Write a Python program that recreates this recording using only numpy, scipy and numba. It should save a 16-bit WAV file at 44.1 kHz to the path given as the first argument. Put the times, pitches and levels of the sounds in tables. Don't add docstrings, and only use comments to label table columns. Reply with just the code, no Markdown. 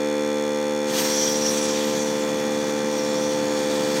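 import sys
import numpy as np
from scipy import signal
from scipy.fft import rfft, irfft
from scipy.io import wavfile
from scipy.ndimage import map_coordinates
from numba import njit

SR = 44100
rng = np.random.default_rng(int(sys.argv[2]) if len(sys.argv) > 2 else 0)


def wav_record(signal):
    frames = np.transpose(np.atleast_2d(signal))
    bounded = np.clip(frames, -1, 1)
    quanta = np.round(bounded * 32767).astype(np.int16)
    wavfile.write(sys.argv[1], SR, quanta)


N = 176400


def jet():
    # (time [s], level [dB])
    rush_level = [(.8, -68), (.88, -39.5), (.94, -29), (1.0, -28.5), (1.13, -29.5), (1.29, -32.5),
                  (1.4, -34), (1.7, -33.5), (1.82, -34.5), (2.0, -36.5), (2.5, -41.5), (2.8, -42),
                  (2.95, -39), (3.55, -38.5), (3.75, -36), (4, -33.5)]
    # (frequency [Hz], relative density [dB])
    rush_spectrum = [(300, -28), (1200, -6.5), (1900, -3), (2600, -4.5), (3900, -1.5), (4550, -3.5),
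                     (5000, -4.5), (6400, -1.5), (7500, -3.5), (8300, -13), (9500, -12), (11500, -20.5),
                     (15500, -22.5)]
    # (frequency [Hz], bandwidth [Hz], level relative to the rush [dB])
    gaps = [(3340, 340, -11.5), (4560, 400, -10), (6450, 540, -13), (7740, 250, -21), (8430, 240, -16),
            (10600, 400, -23), (13400, 850, -23)]
    # (time [s], level [dB])
    hiss_level = [(.87, -65), (.93, -40), (1.0, -31), (1.17, -45), (1.3, -38), (1.37, -50), (1.52, -43),
                  (1.65, -60), (1.9, -51), (2.4, -58), (3.74, -64), (3.87, -50)]
    # (frequency [Hz], relative density [dB])
    hiss_spectrum = [(6000, -30), (8300, 6), (9700, -21), (10700, -10), (11600, 0), (12500, -2), (13800, 2),
                     (15500, -4.5)]
    ringing = 0
    for hz, width, db in gaps:
        tone = breathy_tone(hz * (1 + .005 * walk(30)), width)
        sputter_db = .00022 * hz * walk(25)
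        ringing += tone * undb(db + sputter_db)
    rush = eddies(colour(noise(), rush_spectrum), rate=9.9) + ringing
    rush *= undb(curve(rush_level) + 1.27 * walk(70))
    hiss = eddies(colour(noise(), hiss_spectrum), rate=26) * undb(curve(hiss_level))
    return rush + hiss


def whistle():
    # (time [s], level [dB], centre frequency [Hz])
    edge_tone = [(.88, -52, 5790), (1.04, -35, 5620), (1.225, -24, 5800), (1.31, -29, 5760),
                 (1.41, -32, 5692), (1.47, -24.5, 5720), (1.54, -31.5, 5800), (1.75, -34, 5740),
                 (1.82, -41, 5800), (2.02, -38, 5930), (2.12, -38.5, 5857), (2.25, -46, 5970),
                 (2.46, -45, 5800), (2.58, -40.5, 5870), (2.79, -46, 5950), (2.98, -38, 5673),
                 (3.12, -41.5, 5617), (3.22, -36, 5750), (3.345, -39, 5850), (3.43, -50, 5744),
                 (3.61, -42, 5554), (3.7, -52, 5700), (4, -41, 5800)]
    hz = curve(edge_tone, axis=2) * (1 + .006 * walk(25))
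    core = breathy_tone(hz, width_hz=350)
    core = unit(core / np.sqrt(abs(signal.hilbert(core))))
    skirt = undb(-3.5) * breathy_tone(hz, width_hz=1000)
    return unit(core + skirt) * undb(curve(edge_tone) + 1.5 * walk(95))


def squeals(sag_hz=150):
    # (middle time [s], duration [s], frequency [Hz], bandwidth [Hz], peak level [dB])
    catches = [(1.282, 0.053, 3320, 450, -33.5), (1.5, .1, 10550, 500, -44), (1.53, .06, 8600, 400, -37),
               (1.58, .06, 8000, 350, -39), (1.63, 0.12, 9900, 800, -44), (1.65, .11, 7740, 300, -42),
               (1.707, 0.1, 6500, 650, -36), (1.802, .28, 10650, 300, -54), (1.86, .1, 13450, 550, -50),
               (2.0, 0.16, 6400, 800, -37), (3.53, .28, 6800, 600, -44)]
    out = 0
    for middle, length, hz, width, db in catches:
        progress = np.clip((np.arange(N) / SR - middle) / length, -.5, .5)
        out += undb(db) * np.cos(np.pi * progress) * breathy_tone(hz - sag_hz * progress, width)
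    return out


def fire():
    # (time [s], level [dB])
    roar_level = [(.87, -59), (.93, -36), (1.1, -37.5), (1.5, -38.5), (1.8, -36), (2.2, -37), (2.8, -35),
                  (4, -34.5)]
    # (frequency [Hz], relative density [dB])
    roar_spectrum = [(30, -39), (60, -21), (110, -11.5), (190, 1), (280, -2.5), (330, -0.5), (430, -10),
                     (500, -9), (600, -9), (1000, -6), (1450, -18.5), (1800, -12), (2600, -37), (6000, -38)]
    flames = eddies(colour(noise(), roar_spectrum), rate=21)
    flutter_db = walk(50)
    return unit(flames * undb(flutter_db)) * undb(curve(roar_level))


def compressor():
    # (time [s], stroke rate [Hz])
    stroke_rate = [(0, 73.9), (.6, 73.87), (1.1, 74.18), (1.9, 73.9), (2.4, 73.83), (4, 73.72)]
    # (frequency [Hz], relative density [dB])
    fan_spectrum = [(25, -44), (50, -17), (95, -4.5), (170, -13), (240, -0.5), (340, -9), (520, 1.5),
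                    (700, -5), (1100, -9), (1350, -4.5), (2000, -4.5), (2800, -9), (6000, -18),
                    (15000, -31)]
    blow_at, valve_opens = .27, .36
    turns = np.cumsum(curve(stroke_rate) * (1 + .0005 * walk(8))) / SR
    pump = thrum(turns - blow_at) + valves(turns - valve_opens)
    return pump + undb(-40.5) * colour(noise(), fan_spectrum)


def thrum(turns, body_orders=7):
    # (multiple of the stroke rate, relative level [dB])
    harmonics = [(1, -41.5), (2, -19.5), (3, -6), (4, -4.5), (5, -9.5), (6, -5), (7, 0.5), (8, -18.5),
                 (9, -19.5), (11, -16.5), (12, -12.5), (13, -21.5), (14, -20), (15, -26.5), (16, -20.5),
                 (18, -21.5), (19, -23), (21, -22.5), (23, -25), (24, -24.5), (26, -21.5), (27, -28),
                 (28, -26), (29, -31), (30, -29.5), (32, -20), (33, -23.5)]
    # (multiple of the stroke rate, level on the same scale [dB])
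    casing = [(46, -23), (47, -21), (56, -27.5), (59, -24.5)]
    orders, db = np.vstack([harmonics, casing]).T
    log_gain = np.log(undb(np.interp(np.arange(len(harmonics)), orders, db)))
    ring_phase = -signal.hilbert(np.r_[log_gain, log_gain[-2:0:-1]]).imag
    out = 0
    for i, order in enumerate(orders):
        if i < body_orders:
            phase, waver_db = ring_phase[i + 1], .75 * walk(2.9)
        else:
            phase, waver_db = rng.uniform(0, 2 * np.pi), 1.07 * walk(3.5)
        out += undb(db[i] + waver_db) * np.sin(2 * np.pi * order * turns + phase)
    return undb(-23.5) * unit(out)


def valves(turns, size=600):
    # (frequency [Hz], relative density [dB])
    chatter_spectrum = [(2300, -50), (2600, -7), (3000, -6.5), (3430, -4.5), (3800, -3.5), (4100, -17),
                        (4400, -3.5), (4900, -19), (5350, 1.5), (5800, -11), (6600, 2.5), (7600, -14),
                        (8300, -4.5), (9150, -17.5), (9550, -11), (10500, -27), (12500, -17), (15500, -29)]
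    decay_turns, jitter_turns, leak, fresh_share = .24, .0006, .14, .13
    phase = (turns + jitter_turns * walk(110)) % 1
    gate = lambda p: leak + np.exp(-p / decay_turns)
    burst = rfft(rng.standard_normal(size) * gate(np.arange(size) / size))
    stroke = irfft(burst / np.sqrt(abs(burst)))
    alike = unit(map_coordinates(stroke, [phase * size], order=5, mode="grid-wrap"))
    fresh = unit(noise() * gate(phase))
    chatter = np.sqrt(1 - fresh_share) * alike + np.sqrt(fresh_share) * fresh
    return undb(-41) * colour(chatter, chatter_spectrum)


def eddies(x, rate, count=48, spread_db=2):
    place = np.sqrt(np.fft.rfftfreq(N, 1 / SR) / (SR / 2)) * (count - 1)
    spectrum = rfft(x)
    bands = (irfft(spectrum * np.maximum(1 - abs(place - k), 0), N) for k in range(count))
    return unit(sum(band * undb(spread_db * walk(rate)) for band in bands))


def breathy_tone(hz, width_hz):
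    return unit(resonance(resonance(noise(), hz, width_hz), hz, 2 * width_hz))


@njit
def resonance(x, hz, width_hz):
    y, band_state, low_state = np.empty(len(x)), 0., 0.
    for i in range(len(x)):
        tuning, damping = np.tan(np.pi * hz[i] / SR), width_hz / hz[i]
        band = (band_state + tuning * (x[i] - low_state)) / (1 + tuning * (tuning + damping))
        band_state = 2 * band - band_state
        low_state += 2 * tuning * band
        y[i] = damping * band
    return y


def colour(x, points):
    hz, db = np.array(points, float).T
    f = np.maximum(np.fft.rfftfreq(N, 1 / SR), 1)
    gain = undb(np.interp(np.log(f), np.log(hz), db))
    return unit(irfft(rfft(x) * gain, N))


def walk(rate):
    f = np.fft.rfftfreq(N, 1 / SR)
    return unit(irfft(rfft(noise()) / (1 + (2 * f / rate) ** 2) ** 2, N))


def noise():
    return rng.standard_normal(N)


def curve(rows, axis=1):
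    rows = np.array(rows, float)
    return np.interp(np.arange(N) / SR, rows[:, 0], rows[:, axis])


def undb(db):
    return 10 ** (np.asarray(db) / 20)


def unit(x):
    return x / np.sqrt(np.mean(x ** 2))


def scene():
    return np.tile(compressor() + jet() + whistle() + squeals() + fire(), (2, 1))


def record(dry, top_hz=15750):
    return signal.sosfilt(signal.ellip(12, .1, 90, top_hz, fs=SR, output="sos"), dry)


dry = scene()
out = record(dry)
wav_record(out)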